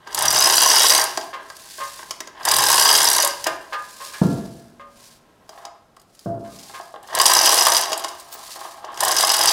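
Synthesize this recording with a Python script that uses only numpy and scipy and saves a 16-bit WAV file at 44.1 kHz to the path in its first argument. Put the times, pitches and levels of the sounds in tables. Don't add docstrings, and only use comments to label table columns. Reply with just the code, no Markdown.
import sys
import numpy as np
from scipy import signal
from scipy.fft import rfft, irfft
from scipy.io import wavfile
from scipy.ndimage import uniform_filter1d, map_coordinates

SR = 44100
rng = np.random.default_rng(int(sys.argv[2]) if len(sys.argv) > 2 else 0)


def transcribe(signal):
    frames = np.atleast_2d(signal).T
    limited = np.clip(frames, -1, 1)
    pcm = np.round(limited * 32767).astype(np.int16)
    wavfile.write(sys.argv[1], SR, pcm)


def elevation(decibels):
    levels = np.asarray(decibels, float)
    return 10 ** (levels / 20)


N = 419832
SIDE_VIEW_S = 5.47


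def unit(x):
    return x / np.sqrt(np.mean(x ** 2))


def noise():
    return rng.standard_normal(N)


def spikes(times, db):
    out = np.zeros(N)
    index = np.minimum(np.asarray(times) * SR, N - 1).astype(int)
    np.add.at(out, index, elevation(np.asarray(db)))
    return out


def colour(x, points):
    size = 4096
    hz, db = np.transpose(points)
    bins = np.fft.rfftfreq(size, 1 / SR)
    log_gain = np.log(elevation(np.interp(np.log(bins + 1), np.log(hz), db)))
    cepstrum = irfft(log_gain)
    cepstrum[1:size // 2] *= 2
    cepstrum[size // 2 + 1:] = 0
    response = irfft(np.exp(rfft(cepstrum)))
    return signal.fftconvolve(x, response / np.sqrt(np.sum(response ** 2)))[:N]


def no_bass(x, hz):
    return signal.sosfilt(signal.butter(3, hz, "high", fs=SR, output="sos"), x)


def mode(x, hz, t60):
    r = np.exp(-np.log(1000) / (t60 * SR))
    w = 2 * np.pi * hz / SR
    return signal.lfilter([0, r * np.sin(w)], [1, -2 * r * np.cos(w), r * r], x)


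def ring(x, modes):
    return sum(elevation(db) * mode(x, hz, t60) for hz, db, t60 in modes)


def resonate(x, peaks):
    out, power = 0, 0
    for hz, width, db in peaks:
        t60 = np.log(1000) / (np.pi * width)
        out = out + elevation(db) * 2 * np.pi * width / SR * mode(x, hz, t60)
        power += elevation(db) ** 2 * width * np.pi / SR
    return out / np.sqrt(power)


def contacts(times, db, decay_s):
    bite = np.exp(-1 / (0.00022 * SR))
    fade = np.exp(-1 / (decay_s * SR))
    return signal.lfilter([1 - bite], np.convolve([1, -bite], [1, -fade]), spikes(times, db))


def scrape(rows, decay_s):
    return contacts(*np.transpose(rows), decay_s) * noise()


def grains(count, spread_db, decay_s):
    when, size = rng.random((count, 2)).T
    level_db = -spread_db * np.log(1 - 0.975 * size)
    return unit(contacts(when * N / SR, level_db, decay_s) * noise())


def pings(times, db, hz, spread, rise_s, decay_s):
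    out = np.zeros(N + SR)
    t = np.arange(SR // 10) / SR
    shape = (1 - np.exp(-t / rise_s)) * np.exp(-t / decay_s)
    shape = shape / shape.max()
    chance = rng.uniform(-1.044, 1, (len(times), 2))
    for s, gain, (tune, turn) in zip(times, elevation(np.asarray(db)), chance):
        start = int(s * SR)
        pitch = hz * (1 + spread * tune)
        out[start:start + len(t)] += gain * shape * np.sin(2 * np.pi * pitch * t + np.pi * turn)
    return out[:N]


# (frequency [Hz], level [dB])
AIR_SPECTRUM = [(15, -20), (25, 1.5), (157, 4), (503, 1.5), (754, 1.5), (1190, -13.5), (1290, -2),
                (1650, -12.5), (2480, -12.5), (13200, -24), (16000, -33.5)]


def still_air():
    side = np.arange(N) > SIDE_VIEW_S * SR
    return elevation(-56.5 - 2.5 * side) * colour(noise(), AIR_SPECTRUM)


def shop(x):
    low_t60_s, high_t60_s = 0.53, 0.13
    t = np.arange(SR) / SR
    a, b = rng.standard_normal((2, SR))
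    low = 2.06 * signal.lfilter([0.2], [1, -0.8], a)
    tail = low * elevation(-60 * t / low_t60_s) + b * elevation(-60 * t / high_t60_s)
    tail = tail * np.clip(t / 0.0069 - 0.4, 0, 1)
    return elevation(-9) * signal.fftconvolve(x, tail / np.sqrt(np.sum(tail ** 2)))[:N]


# (time [s], level [dB])
BEAM_STRAIN = [
    (.32, -44),
    (2.62, -46.5),
    (3.5, -60),
    (9.05, -60),
]
# (frequency [Hz], width [Hz], level [dB])
BEAM_MODES = [(70.3, 40, -7), (142, 31, 10), (189, 50, -2)]


def gantry():
    t = np.arange(N) / SR
    strain_s = 0.15
    strain = sum(elevation(db - 9 * ((t - s) / strain_s) ** 2) for s, db in BEAM_STRAIN)
    return resonate(noise() * strain, BEAM_MODES)


# (loudest at [s], swell [s], fade [s], level [dB], top mode relative [dB])
GLOVE_SLIDES = [(1.1, 0.06, 0.17, -39.5, -25), (1.84, 0.32, 0.31, -39.5, -32),
                (3.38, 0.055, .2, -42, -24.5), (4.12, 0.36, 0.34, -41, -32),
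                (4.551, 0.046, 0.22, -60.5, -23.5), (5.06, 0.13, 0.12, -49, -28),
                (5.579, 0.099, 0.098, -56, -18), (6.25, 0.16, 0.071, -57, -20.5),
                (6.68, 0.22, 0.23, -45, -36), (7.08, 0.035, 0.13, -50, -21),
                (7.98, 0.087, 0.63, -48.5, -19), (8.34, 0.028, 0.018, -45.5, 3.5),
                (8.5, 0.13, 0.26, -41, -25), (8.97, 0.041, 0.099, -48.5, -27)]


def slides():
    t = np.arange(N) / SR
    gain = []
    for s, swell, fade, db, _ in GLOVE_SLIDES:
        away = (t - s) / np.where(t < s, swell, fade)
        gain.append(elevation(db - 11.5 * away ** 2))
    gain = np.array(gain)
    return gain.sum(axis=0), elevation(np.array(GLOVE_SLIDES)[:, 4]) @ gain


# (frequency [Hz], level [dB])
GLOVE_SPECTRUM = [(880, -48.5), (1500, -0.5), (2610, 1.5), (3220, 3), (4690, 8), (6180, 5), (10000, 3.5),
                  (13900, -4.5), (16000, -9)]


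def glove(hiss, top):
    held = np.repeat(rng.standard_normal(N // 400 + 1), 400)[:N]
    catch = uniform_filter1d(held, size=300)
    rub = elevation(0.5 + 1.2 * catch) * grains(count=20000, spread_db=5.0, decay_s=0.0043)
    return colour(hiss * rub, GLOVE_SPECTRUM) + resonate(top * rub, [(15200, 550, 0)])


# (frequency [Hz], width [Hz], level [dB])
CASE_BEHIND = [(393, 160, -2.5), (655, 60, -1.5), (840, 36, -4), (1045, 87, 2.5), (1327, 26, -8),
               (1609, 78, -1.5), (1915, 33, -13.5)]
# (frequency [Hz], width [Hz], level [dB])
CASE_SIDE = [(381, 50, 4), (698, 20, 8.5), (823, 59, 8.5), (1026, 250, 3.5), (1132, 144, 1), (1607, 35, 2),
             (2277, 68, -16)]


def housing(x):
    behind = np.arange(N) < SIDE_VIEW_S * SR
    return resonate(x * behind, CASE_BEHIND) + resonate(x * ~behind, CASE_SIDE)


# (time [s], peak [dB], link ring relative [dB])
LINK_TAPS = [(0.073, -40.5, 2.5), (1.1738, -25.5, 8.5), (1.2115, -42, 12), (1.5005, -48.5, 15),
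             (1.5663, -27.5, -11), (2.0304, -36.5, 0), (2.108, -20.5, 3), (2.204, -26, 4),
             (2.273, -43, 11.5), (3.4415, -14.5, -4.5), (3.468, -11, -4), (5.492, -34.5, -1),
             (5.652, -35, 4), (5.9653, -42, -5), (5.997, -40.5, -10.5), (6.149, -40, -9),
             (6.192, -33, -9.5), (6.8103, -40.5, 2), (7.0285, -34, -20), (7.9193, -27.5, 9.5),
             (7.976, -12, -19), (8.0444, -19.5, -1.5), (8.088, -30, -3), (8.198, -23.5, -16),
             (8.8467, -48.5, 13.5), (8.9432, -34, -3),
             (0.1269, -41, 11), (0.176, -27.5, 10), (0.2079, -27, 12), (6.0155, -40, -15),
               (6.588, -41, 3), (7.074, -37, -4), (7.2558, -2.5, -3.5), (7.930, -22.5, 8),
               (7.995, -18.5, -14.5), (8.039, -33, 9.5), (8.082, -25, -7), (8.327, -24, -14),
               (8.9185, -42, -6), (8.974, -27.5, 0), (8.99, -29, -4)]
# (frequency [Hz], width [Hz], level [dB])
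LINK_MODES = [(2973, 130, -1.5), (3306, 170, -2.5), (3890, 250, -4), (4846, 210, 2), (5160, 290, 2),
              (5850, 450, -1), (6260, 140, -5), (7950, 170, -6.5), (9100, 360, -15), (11400, 540, -23),
              (14880, 300, -24.5)]
# (frequency [Hz], level [dB])
TICK_SPECTRUM = [(1200, -44.5), (2400, -12), (4000, 1.5), (6000, -3.5), (8000, 5), (11600, 2.5),
                 (13500, -6), (16000, -10)]


def link_taps():
    s, db, ring_db = np.transpose(LINK_TAPS)
    click = colour(scrape([*zip(s, db)], 0.0056), TICK_SPECTRUM)
    blow = scrape([*zip(s, db + ring_db + 9.5)], 0.0041)
    return click + resonate(blow, LINK_MODES + [(6680, 180, 0.88)])


# (time [s], peak [dB], deep knock relative [dB])
IRON_KNOCKS = [(0.074, -22, -27), (1.174, -12.5, 1), (1.783, -22.5, -30), (1.992, -20.5, -39),
               (2.028, -23, -26), (2.107, -20, -26), (2.205, -17, -22.5), (2.274, -19, -17),
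               (2.409, -21.5, -16), (3.465, -11.5, 3), (5.492, -31.5, -2.5), (5.531, -33, -17),
               (5.576, -26, -20), (5.65, -24, -28), (1.501, -22, -16), (5.968, -37.5, -5),
               (6.696, -28, -12), (6.798, -25.5, -2), (6.94, -25.5, -5), (6.959, -24.5, -5),
               (7.097, -24, -24), (7.2, -14, -39), (7.255, -9.5, -29.5), (7.668, -4, -17),
               (7.918, -17, 4.5), (8.045, -11, -18), (8.35, -27.5, -7), (8.558, -24, -22),
               (8.613, -22, -22), (8.842, -27.5, 5)]
# (time [s], level [dB])
STRAND_SWAY = [(0, -47), (1.15, -42), (1.38, -35.5), (1.64, -44), (1.95, -59), (2.44, -60), (3.35, -36),
               (4.2, -45), (4.7, -58.5), (5.45, -55.5), (5.6, -45), (6.1, -73), (6.6, -50), (7.1, -50),
               (7.9, -31), (8.3, -44.5), (8.62, -35), (9.0, -40.5)]
# (frequency [Hz], level [dB])
RUMBLE_SPECTRUM = [(25, -37), (150, -11), (260, -27), (340, -20.5), (700, 2.5), (1030, 7), (1380, -6.5),
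                   (1640, 5.5), (2350, -7), (2970, -2), (4000, -11), (6000, -35)]


def strand_knocks():
    s, db, deep_db = np.transpose(IRON_KNOCKS)
    sway_db = np.interp(np.arange(N) / SR, *np.transpose(STRAND_SWAY))
    rub = elevation(sway_db) * grains(count=1500, spread_db=5.0, decay_s=0.017)
    blow = scrape([*zip(s, db)], 0.0049) + rub
    table = resonate(scrape([*zip(s, db + deep_db)], 0.0061),
                     [(380, 100, -2.0), (500, 170, -3.5), (643, 71, 2.0), (770, 110, -9.0)])
    return elevation(-6.0) * housing(blow) + elevation(-13.5) * colour(blow, RUMBLE_SPECTRUM) + elevation(-4.5) * table


def loose_chain():
    return no_bass(elevation(-10.0) * link_taps() + strand_knocks(), 514)


# (time [s], peak [dB], brightness [dB per octave])
FRAME_BLOWS = [
    (1.331, -26.5, 2.5),
    (1.802, -24.5, 0.5),
    (3.235, -21.5, -18.5),
    (3.459, -23, 8),
    (3.725, -21, 3),
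    (4.003, -31, -0.5),
    (4.135, -39, 11.5),
    (4.797, -39, 0),
    (6.739, -31, 3),
    (6.444, -42, 0),
]
# (frequency [Hz], level [dB], t60 [s])
FRAME_MODES = [(571, 1.5, 0.36), (795, -21, 0.84), (1012, 0.5, 0.55), (1074, 6, 0.22), (1218, 1.5, 0.36),
               (1385, -6.5, 0.25), (1567, -4, 0.3), (1680, -3.5, 0.26), (1800, -12.5, 0.38),
               (2070, -10.5, 0.25), (2970, -17, 0.23)]
# (frequency [Hz], level [dB], t60 [s])
BRACKET_MODES = [(566.5, -42.5, 0.6), (1060, -48, 0.43), (1220, -43, 0.31), (1620, -49, .45),
                 (2080, -46, .08)]


def frame():
    s, db, bright = np.transpose(FRAME_BLOWS)
    rise = np.exp(-1 / (0.0071 * SR))
    rough = noise()

    def drag(level_db):
        return signal.lfilter([1 - rise], [1, -rise], contacts(s, level_db, 0.015)) * rough

    modes = elevation(-25.0) * ring(drag(db), FRAME_MODES)
    for hz, mode_db, t60 in FRAME_MODES:
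        blow = spikes(s, db + mode_db + bright * np.log2(hz / 1000))
        modes = modes + mode(blow, hz, t60)
    modes = uniform_filter1d(modes, size=5)
    grating = resonate(drag(db + bright + 6), [(1130, 160, -11.5), (1770, 380, 4.0), (2730, 2100, 1.5)])
    tap = ring(spikes([4.797], [0]), BRACKET_MODES) + pings([4.138], [-36], 1680, 0, 0.0022, 0.028)
    return no_bass(elevation(-13.0) * modes + elevation(-11.0) * grating, 540) + tap


# (time [s], peak [dB])
LOAD_THUDS = [
    (4.215, -4),
    (6.2592, -12.5),
]
# (frequency [Hz], level [dB], t60 [s])
FIRST_THUD_MODES = [(174, -10, 0.67), (220, -0.5, 0.078), (238.5, -28.5, 1.73), (285, -16.5, 0.7),
                    (384, -24.5, 0.88), (560, -29, 1.3), (114, -19.5, 0.97), (673.8, -12, 0.89),
                    (862, -10, 0.13), (1134, -20, 0.36), (1380, -16, 0.4), (1698, -10, 0.16)]
# (frequency [Hz], level [dB], t60 [s])
SECOND_THUD_MODES = [(112.4, -7, 0.51), (210, -19, 0.76), (271.5, -16, 0.99), (333, -19, 0.92),
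                     (384, -23.5, 0.82), (588, -16, 0.6), (1387, -18, 0.45)]
# (frequency [Hz], level [dB])
THUD_SPECTRUM = [(15, -40), (25, -1.5), (189, -8.5), (494, -16.5), (681, -17.5), (768, -22.5),
                 (1710, -38.5), (2300, -58), (6600, -110)]


def casting():
    out = 0
    for (s, db), modes in zip(LOAD_THUDS, (FIRST_THUD_MODES, SECOND_THUD_MODES)):
        envelope = contacts([s], [db - 17.0], 0.12) + contacts([s], [db - 8.5], 0.0086)
        shudder = envelope * noise()
        push = contacts([s], [db + 7.0], 0.00036) + elevation(-2.5) * shudder
        out = out + elevation(-35) * ring(push, modes) + colour(shudder, THUD_SPECTRUM)
    return no_bass(out, 112) + pings([LOAD_THUDS[0][0]], [-8.5], 190.3, 0, 0.0018, 0.011)


# (frequency [Hz], level [dB], t60 [s])
TWIN_MODES = [(675, -1, 2.0), (682.3, -1.4, 1.8)]


def throb():
    blow = spikes(*np.transpose(LOAD_THUDS[1:]))
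    choke_db = 150 * (np.arange(N) / SR - LOAD_THUDS[1][0]) ** 2
    return elevation(-13.0 - choke_db) * (ring(blow, TWIN_MODES[:1]) - ring(blow, TWIN_MODES[1:]))


# (time [s], level [dB])
CASE_JOLTS = [(0.2155, -12.5), (0.2431, -17), (0.178, -14), (0.305, -32), (0.3622, -13), (0.3795, -13),
              (0.422, -14), (0.4983, -11), (0.5268, -15), (0.6217, -7.5), (0.662, -10), (0.7039, -15),
              (0.7389, -9.5), (0.841, -12.5), (0.9171, -19), (0.947, -13), (0.949, -17), (2.5376, -22),
              (2.56, -21), (2.7022, -11.5), (2.7278, -11.5), (2.7454, -10), (2.8116, -11.5), (2.8544, -7.5),
              (2.8725, -17), (2.8979, -7), (2.917, -16), (2.9776, -15), (3.022, -27), (3.0652, -14.5),
              (3.0787, -19), (3.0963, -17), (3.1622, -15), (3.2441, -25.5), (7.1999, -5), (7.2547, -12),
              (7.2965, -8.5), (7.318, -10), (7.4101, -11), (7.4735, -14), (7.488, -15), (7.5376, -26),
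              (7.5726, -22), (7.6144, -10), (7.6497, -13), (7.667, -8.5), (7.683, -11), (7.7174, -18),
              (7.7518, -20), (9.008, -13.5), (9.0353, -17), (9.0945, -12.5), (9.1678, -17), (9.2349, -9.5),
              (9.2765, -13.5), (9.299, -20), (9.3377, -14), (9.4008, -14), (9.4386, -15), (9.4746, -16)]


def gear_case(rumble_db):
    shake = elevation(rumble_db - 6.5) * grains(count=2500, spread_db=4.0, decay_s=0.0051)
    shake = shake + elevation(-7.5) * no_bass(scrape(CASE_JOLTS, 0.0059), 280)
    case = elevation(-5.5) * housing(shake)
    case = case + elevation(-6.5) * pings(*np.transpose(CASE_JOLTS), 999, 0.12, 0.0013, 0.0076)
    return no_bass(case, 428) + elevation(0.87) * colour(shake, RUMBLE_SPECTRUM)


# (time [s], level [dB])
GUARD_SNAPS = [(0.6164, -9.5), (0.8312, -11), (0.949, -7.5), (2.5154, -4.5), (2.5378, -11), (2.5639, -12),
               (2.797, -9), (7.1995, -10.5), (7.2135, -11.5), (7.2629, -3), (7.3027, -15), (7.3354, -5.5),
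               (7.3678, -11), (7.4575, -10), (7.4925, -10.5), (7.5229, -12), (7.5952, -16), (7.6674, -4.5),
               (7.7191, -12), (7.7662, -10), (9.034, -11.5), (9.2072, -13), (9.339, -11), (9.4562, -5.5)]


def guard_snaps():
    snaps = scrape(GUARD_SNAPS, 0.0032)
    return colour(snaps, TICK_SPECTRUM) + elevation(-5.0) * resonate(snaps, LINK_MODES[:3])


# (time [s], lower ring [dB], upper ring [dB])
FIRST_PULL_DROPS = [(0.228, -16.5, -28), (0.2525, -31, -28), (0.2815, -13, -2.5), (0.3053, -20.5, -27.5),
                    (0.3385, -23.5, -14), (0.3563, -12, -17.5), (0.3788, -11.5, -12), (0.394, -18.5, -5.5),
                    (0.41, -10, -14), (0.424, -7.5, -15.5), (0.445, -8.5, -6), (0.4578, -6.5, -11.5),
                    (0.481, -14, -15), (0.4989, -3, -6.5), (0.5242, -9, -19.5), (0.542, -9.5, -13.5),
                    (0.5675, -14.5, -8), (0.5802, -1, -11.5), (0.6062, -23, -10), (0.625, -13.5, -8.5),
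                    (0.637, -18, -17), (0.6463, -13.5, -17.5), (0.66, -14, -6.5), (0.675, -14, -16),
                    (0.684, -18, -12), (0.701, -16, -1.5), (0.7154, -19, -17.5), (0.735, -15.5, -7.5),
                    (0.748, -16.5, -14), (0.757, -15, -16), (0.7688, -6, -9), (0.78, -11.5, -16),
                    (0.803, -12.5, -6.5), (0.823, -14, -16.5), (0.8534, -11, -17), (0.866, -4, -19.5),
                    (0.8899, -18.5, -13.5), (0.9026, 1, -14), (0.9238, -16, -9), (0.9376, -13, -15.5),
                    (0.954, -15.5, -23.5), (0.9632, -17.5, -10.5), (0.9957, -18, -8.5), (1.013, -12, -10)]
SECOND_PULL_DROPS = [(2.4528, -17, -28.5), (2.4867, -11, -24.5), (2.512, -7.5, -24.5), (2.537, -9.5, -20),
                     (2.5587, -15.5, -22), (2.592, -10, -22), (2.619, -23.5, -23), (2.64, -22, -21),
                     (2.664, -13, -9.5), (2.6844, -15.5, -16), (2.7044, -18, -13), (2.716, -18.5, -21),
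                     (2.7251, -22, -16), (2.7427, -10, -16.5), (2.762, -15, -18), (2.779, -4, -13.5),
                     (2.796, -12, -13.5), (2.814, -8.5, -17.5), (2.8211, -14, -13.5), (2.8307, -13, -21),
                     (2.8478, -11.5, -20), (2.857, -4.5, -16.5), (2.88, -11.5, -17.5), (2.892, -11, -18.5),
                     (2.9006, -13.5, -18.5), (2.912, -5.5, -15.5), (2.9252, -21.5, -22.5),
                     (2.939, -12.5, -13.5), (2.9504, -7, -16.5), (2.979, -17, -15.5), (3.0003, -24.5, -21),
                     (3.018, -19.5, -14.5), (3.027, -20, -18), (3.0745, -6, -8.5), (3.0865, -12.5, -15),
                     (3.113, -23.5, -13), (3.136, -21.5, -11.5), (3.1497, -21, -18), (3.182, -14.5, -16),
                     (3.2003, -15, -7), (3.2102, -16, -18.5), (3.238, -25.5, -16.5)]
THIRD_PULL_DROPS = [(7.1988, -5, -18), (7.2144, -20, -18), (7.2332, -16, -19), (7.263, -14, -3),
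                    (7.2796, -24, -12), (7.2861, -14, -21), (7.2968, -10, -21), (7.316, -11, -16),
                    (7.3351, -23, -9), (7.3505, -8, -13.5), (7.3666, -8.5, -13), (7.3798, -20, -12),
                    (7.389, -4.5, -5), (7.4114, -9, -10.5), (7.4358, -10, -16), (7.4643, -19, -19),
                    (7.4742, -5, -13), (7.4924, -11.5, -7), (7.5048, -12, -14.5), (7.5238, -20.5, -9),
                    (7.5391, -12, -20), (7.5529, -33, -25), (7.5862, -3, -13.5), (7.6095, -7, -6),
                    (7.622, -14.5, -23.5), (7.6507, -15.5, -15), (7.6604, -13, -18), (7.6687, -17, -13.5),
                    (7.6953, -35, -11.5), (7.7198, -15.5, -11), (7.7557, -12, -22), (7.7662, -9, -7),
                    (7.8066, -17, -25)]
LAST_PULL_DROPS = [(9.0047, -19.5, -34), (9.0373, -15, -35), (9.0523, -22, -30), (9.0825, -22, -29),
                   (9.1098, -14.5, -26), (9.165, -13, -19), (9.1839, -10, -8), (9.2093, -24, -22),
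                   (9.2266, -15, -29.5), (9.2382, -10, -21), (9.2471, -11, -23), (9.2998, -5, -22),
                   (9.3173, -15, -28.5), (9.3426, -16, -25), (9.358, -19, -33), (9.38, -13, -21),
                   (9.3902, -16, -19), (9.411, -10, -19.5), (9.436, -14.5, -19), (9.4565, -18, -20),
                   (9.4734, -9, -13), (9.481, -9, -8), (9.4923, -18, -20)]


def pocket_drops():
    s, low_db, high_db = np.transpose(FIRST_PULL_DROPS + SECOND_PULL_DROPS + THIRD_PULL_DROPS + LAST_PULL_DROPS)
    low = pings(s, low_db - 3.0, 4950, 0.048, 0.0012, 0.0041)
    high = pings(s, high_db, 5880, 0.035, 0.00092, 0.0021)
    return low + high + elevation(-5.0) * resonate(scrape([*zip(s, low_db)], 0.0027), LINK_MODES)


# (time [s], speed [teeth per s])
WHEEL_SPEED = [
    [(0.146, 21.1), (0.261, 35.7), (0.382, 55.2), (0.552, 62.5), (0.75, 77.0), (0.92, 80.1), (1.068, 28.2)],
    [(2.452, 27.0), (2.539, 40.0), (2.641, 63.0), (2.782, 74.4), (2.947, 80.7), (3.12, 65.4), (3.276, 34.4)],
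    [(7.15, 21.8), (7.222, 41.2), (7.301, 57.4), (7.425, 63.6), (7.559, 80.0), (7.705, 56.6), (7.812, 51.5)],
    [(9.006, 17.0), (9.056, 31.0), (9.098, 30.4), (9.2, 51.1), (9.318, 40.1), (9.45, 46.0), (9.51, 63.9)],
]
# (pawl [dB], link clatter at full speed [dB], housing rumble [dB], hand eases off at [s],
# dying away [dB per s])
PULL_LEVELS = [
    (-7, -9, -21, 1.022, 187.5),
    (-6, -9.5, -21, 3.257, 205),
    (-7.5, -10, -20, 7.763, 83),
    (-6.5, -9.5, -21.5, 9.6, 150),
]


def pulls():
    full_teeth_s, clatter_power = 68.6, 0.81
    take_up_s = 0.03
    lag_high_ms, lag_low_ms = 0.86, 0.43
    t = np.arange(N) / SR
    teeth, link, rumble, lag = [], 1e-9, 1e-9, np.full(N, lag_high_ms)
    for speed, (pawl_db, link_db, housing_db, ease, fall) in zip(WHEEL_SPEED, PULL_LEVELS):
        s, rate = np.transpose(speed)
        rate = np.interp(t, s, rate)
        turned = np.cumsum(rate * (t >= s[0]) * (t <= s[-1])) / SR
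        count = np.arange(1, turned[-1] + 0.3)
        when = np.r_[s[0], np.interp(count, np.minimum(turned, turned[-1]), t)]
        teeth += [(min(w, s[-1]), pawl_db - fall * max(w - ease, 0) / 2) for w in when]
        early = np.maximum(s[0] + take_up_s - t, 0)
        late = np.maximum(t - ease, 0)
        link_gain = elevation(link_db - 299.5 * early - fall * late)
        link = link + link_gain * (rate / full_teeth_s) ** clatter_power
        rumble = rumble + elevation(housing_db - 188 * early - fall * late)
        sweep = lag_high_ms + (lag_low_ms - lag_high_ms) * turned / turned[-1]
        lag = np.where(t >= s[0], sweep, lag)
    return np.array(teeth), 20 * np.log10(link), 20 * np.log10(rumble), lag


def arm_echo(steel, lag_ms):
    behind = np.arange(N) < SIDE_VIEW_S * SR
    return elevation(-11) * behind * map_coordinates(steel, [np.arange(N) - lag_ms * SR / 1000], order=3)


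def hoist(teeth, link_db, rumble_db, lag_ms):
    scatter = [0.0005, 2.2]  # s, dB
    pawl = teeth + rng.standard_normal((len(teeth), 2)) * scatter
    ticks = elevation(-6.5) * scrape(pawl, 0.0047)
    clatter = elevation(link_db - 12.0) * grains(count=2000, spread_db=0.0, decay_s=0.0026)
    jingle = elevation(link_db - 18.0) * grains(count=6000, spread_db=6.5, decay_s=0.0081)
    steel = resonate(clatter, LINK_MODES) + colour(ticks + jingle, TICK_SPECTRUM)
    steel = steel + guard_snaps() + pocket_drops()
    steel = steel + arm_echo(steel, lag_ms)
    return no_bass(steel, 428) + gear_case(rumble_db)


def scene():
    chain = hoist(*pulls()) + loose_chain()
    chain = 0.49 * chain + 0.5 * signal.lfilter(*signal.iirnotch(2400, 3.0, SR), chain)
    near = chain + frame() + glove(*slides()) + casting()
    mix = near + shop(near) + throb() + gantry() + still_air()
    return mix[None]


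def low_pass(x):
    return signal.sosfilt(signal.butter(12, 16320, fs=SR, output="sos"), x)


def record(dry):
    limited = np.tanh(1.1 * dry) / 1.1
    limited = signal.sosfilt(signal.ellip(8, 0.2, 60, 15800, fs=SR, output="sos"), limited)
    return low_pass(limited)


dry = scene()
out = record(dry)
transcribe(out)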